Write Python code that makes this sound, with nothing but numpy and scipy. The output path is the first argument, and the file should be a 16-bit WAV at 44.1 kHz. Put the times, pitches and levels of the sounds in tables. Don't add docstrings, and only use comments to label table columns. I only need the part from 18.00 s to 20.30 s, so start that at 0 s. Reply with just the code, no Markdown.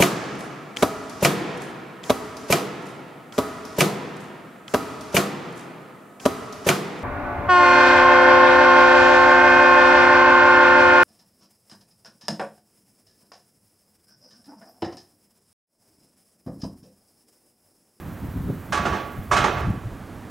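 import sys
import numpy as np
from scipy import signal
from scipy.fft import rfft, irfft
from scipy.io import wavfile
from scipy.ndimage import uniform_filter1d

SR = 44100
rng = np.random.default_rng(int(sys.argv[2]) if len(sys.argv) > 2 else 0)


def bounce(signal):
    frames = np.transpose(np.atleast_2d(signal))
    limited = np.clip(frames, -1, 1)
    pcm = np.round(limited * 32767).astype(np.int16)
    wavfile.write(sys.argv[1], SR, pcm)


N = 101429

# pitch_hz, relative_db
RUMBLE_TONE = [(20, -23), (45, -4), (95, 3.5), (150, -4), (260, -2), (450, -13.5), (1000, -16),
               (1600, -19.5), (2500, -28), (5000, -37.5), (10000, -39), (16000, -41.5)]
# pitch_hz, left_minus_right_db
RUMBLE_BALANCE = [(100, -4.9), (200, -1), (450, -5), (1300, -4), (4400, 0)]
# pitch_hz, relative_db
INSECT_TONE = [(3000, -51), (6000, 0), (8000, -2.5), (10500, 6), (13000, 10.5), (16000, 11)]
# peak_s, level_db, pitch_hz, swell_s
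WIND_PUFFS = [(0.02, -64, 88, 0.0042), (0.092, -36, 116, 0.033), (0.245, -28.5, 119, 0.014),
              (0.297, -33, 77.5, 0.015), (0.37, -25, 124, 0.016), (0.408, -27.5, 78, 0.012),
              (.46, -26, 114, 0.021), (0.498, -22, 171, 0.0086), (.53, -30, 159, 0.025),
              (0.72, -29.5, 110, .007), (0.809, -27.5, 111, 0.021), (0.898, -30, 95, 0.032),
              (1.192, -28, 75, 0.0098), (1.338, -26.5, 75, 0.017), (1.408, -27, 87, 0.033),
              (1.613, -28.5, 76, 0.072), (1.669, -26, 77, 0.014), (1.69, -19.5, 107, 0.017),
              (1.744, -30.5, 139, 0.011), (1.777, -26, 80, 0.003), (1.864, -27, 75, 0.013),
              (1.935, -36.5, 54.6, 0.012)]
# start_s, clash_db, ring_db, tilt_db_per_octave, body_db, clash_rise_s, clash_fade_s
HITS = [(0.7219, -19.5, -26.5, 0, -3, 0.0037, 0.3), (0.774, -19, -32.5, -2.5, -4.5, 0.0013, 0.095),
        (.852, -20.5, -32, -2.6, 0, 0.0027, 0.29), (.92, -18, -36, -3.5, -6, 0.022, 0.21),
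        (1.3117, -17, -21, 0.47, 3.5, 0.0099, 0.35), (1.363, -13, -25, -1.3, -5.5, 0.0044, 0.2),
        (1.440, -15.5, -41, -1.9, 1.5, 0.0013, 0.19), (1.565, -29.5, -35, -3, 2.5, 0.0081, 0.48)]
# pitch_hz, relative_db
CLASH_TONE = [(120, -22), (200, -4.5), (330, -7), (480, -6.5), (700, -3), (1150, 0), (1650, -4), (2000, -9),
              (3300, -12.5), (4700, -19), (6200, -16.5), (9000, -27), (12000, -36.5), (16000, -59)]
# pitch_hz, relative_to_clash_db, fade_s
YARD_TAIL = [(150, -6, 0.42), (490, -3, 0.78), (1160, -13, 0.76), (2800, -0.5, 0.74), (6000, -10.5, 0.44),
             (14000, -9, 0.37)]
# pitch_hz, relative_db, fade_s
STEEL_TONES = [(363, -12, .7), (610, -9, .7), (697, -5, .9), (759, -12, .6), (915, -10, .4), (999, -4, .45),
               (1137, 2, .8), (1175, -8, .5), (1216, -10, .5), (1280, -2, .5), (1346, -8, .7),
               (1410, -11, .6), (1514, -10, .5), (1650, -5, .45), (1731, -11, .5), (1929, -14, .5),
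               (2157, -14, .55), (2282, -14, .5), (2558, -12, .6), (5740, -24, .35)]
# pitch_hz, left_minus_right_db
CLANK_BALANCE = [(150, 0), (330, -4), (700, -6.5), (1300, -6.5), (2400, -3.5), (4400, 1), (12000, -1)]

TILT_PIVOT_HZ, ATTACK_S = 1170, 0.001


def gain(db):
    return 10 ** (np.asarray(db) / 20)


def look_up(hz, table, column=1):
    table = np.array(table, float)
    return np.interp(np.log(np.maximum(hz, 1)), np.log(table[:, 0]), table[:, column])


def pitches():
    return np.maximum(np.arange(N // 2 + 1) * SR / N, 1)


def noise(tone):
    x = irfft(rfft(rng.standard_normal(N)) * tone, N)
    return x / x.std()


def stereo_noise(tone, width):
    return noise(tone) + width * noise(tone) * np.array([[1], [-1]])


def place(sound, balance):
    ears = gain(look_up(pitches(), balance) * np.array([[.5], [-.5]]))
    return irfft(rfft(sound) * ears / ears.mean(axis=0), N)


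def wander(rate_hz):
    return noise(1 / (1 + (pitches() / rate_hz) ** 4))


def burst(age, rise_s, fade_s):
    age = np.maximum(age, 0)
    return (1 - np.exp(-age / rise_s)) * np.exp(-np.log(1000) * age / fade_s)


def rumble():
    steady = stereo_noise(gain(look_up(pitches(), RUMBLE_TONE)), width=0.033)
    bass = irfft(rfft(steady) / (1 + (pitches() / 400) ** 2), N)
    flutter = gain(-0.86 * wander(rate_hz=19)) - 1
    return gain(-37.5) * place(steady + bass * flutter, RUMBLE_BALANCE)


def insect(t, stroke_hz=17.15, stop_s=1.629, release_s=.02):
    strokes = stroke_hz * (t - stop_s) + 0.05 * wander(rate_hz=2)
    throb = 1 - .24 * np.cos(2 * np.pi * strokes)
    singing = np.clip((stop_s - t) / release_s, 0, 1)
    hiss = stereo_noise(gain(look_up(pitches(), INSECT_TONE)), width=.3)
    return gain(-55) * throb * singing * hiss


def wind(t):
    out = 0
    for peak_s, db, hz, swell_s in WIND_PUFFS:
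        octaves_away = abs(np.log2(pitches() / hz))
        thump = gain(-20 * np.maximum(octaves_away - 0.73, 0))
        faint_hiss = gain(-67) / (1 + pitches() / 1000)
        swell = 1 / np.cosh(np.clip((t - peak_s) / swell_s, -20, 20))
        puff = swell * stereo_noise(thump + faint_hiss, width=0.096)
        even_out = np.sqrt(np.sum(swell ** 2) / np.sum(puff[0] ** 2))
        out = out + gain(db) * puff * even_out
    return out


def steel_ripple(spacing_hz=18, ripple_db=2.8):
    spots = np.arange(0, SR / 2, spacing_hz)
    peaks = gain(ripple_db * np.clip(rng.standard_normal(len(spots)), -2, 2))
    nearby_level = np.sqrt(uniform_filter1d(peaks ** 2, size=24))
    return np.interp(pitches(), spots, peaks / nearby_level)


def hit_colour_db(hz, tilt_db, body_db, body_hz=600, body_octaves=.55):
    body = np.exp(-(np.log2(hz / body_hz) / body_octaves) ** 2 / 2)
    return tilt_db * np.log2(hz / TILT_PIVOT_HZ) + body_db * body


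def steel_clash(t, yard_rise_s=0.027):
    tone = gain(look_up(pitches(), CLASH_TONE)) * steel_ripple()
    direct_spectrum = rfft(stereo_noise(tone, width=0.25))
    tail_spectrum = rfft(stereo_noise(tone, width=0.21))
    coarse_t, out = t[::16], 0
    for hz in 125 * 2. ** np.arange(8):
        damping = (hz / TILT_PIVOT_HZ) ** -0.019
        tail_gain, tail_fade_s = gain(look_up(hz, YARD_TAIL)), look_up(hz, YARD_TAIL, column=2)
        direct_power = tail_power = 0
        for start_s, clash_db, _, tilt_db, body_db, rise_s, fade_s in HITS:
            size = gain(clash_db + hit_colour_db(hz, tilt_db, body_db))
            age = coarse_t - start_s
            direct_power += (size * burst(age, rise_s, fade_s * damping)) ** 2
            tail_power += (size * tail_gain * burst(age, yard_rise_s, tail_fade_s)) ** 2
        band = np.maximum(1 - abs(np.log2(pitches() / hz)), 0)
        for spectrum, power in ((direct_spectrum, direct_power), (tail_spectrum, tail_power)):
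            out = out + irfft(spectrum * band, N) * np.interp(t, coarse_t, np.sqrt(power))
    return out


def steel_ring(t):
    out = np.zeros(N)
    for start_s, _, ring_db, tilt_db, body_db, _, _ in HITS:
        first = int(start_s * SR)
        age = t[:min(N - first, SR)]
        for (hz, tone_db, fade_s), phase in zip(STEEL_TONES, rng.random(len(STEEL_TONES))):
            size = gain(ring_db + tone_db + hit_colour_db(hz, tilt_db, body_db))
            wave = np.sin(2 * np.pi * (hz * age + phase))
            out[first:first + len(age)] += size * burst(age, ATTACK_S, fade_s) * wave
    return out


def tick(t, start_s=1.698, pitch_hz=10000):
    bright = noise(1 / (1 + np.log2(pitches() / pitch_hz) ** 2))
    return gain(-50) * burst(t - start_s, ATTACK_S, fade_s=.07) * bright


def scene():
    t = np.arange(N) / SR
    clanks = place(steel_clash(t) + steel_ring(t), CLANK_BALANCE)
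    return clanks + wind(t) + rumble() + insect(t) + tick(t)


def record(dry):
    return signal.sosfilt(signal.ellip(10, .1, 80, 15900, fs=SR, output="sos"), dry)


dry = scene()
out = record(dry)
bounce(out)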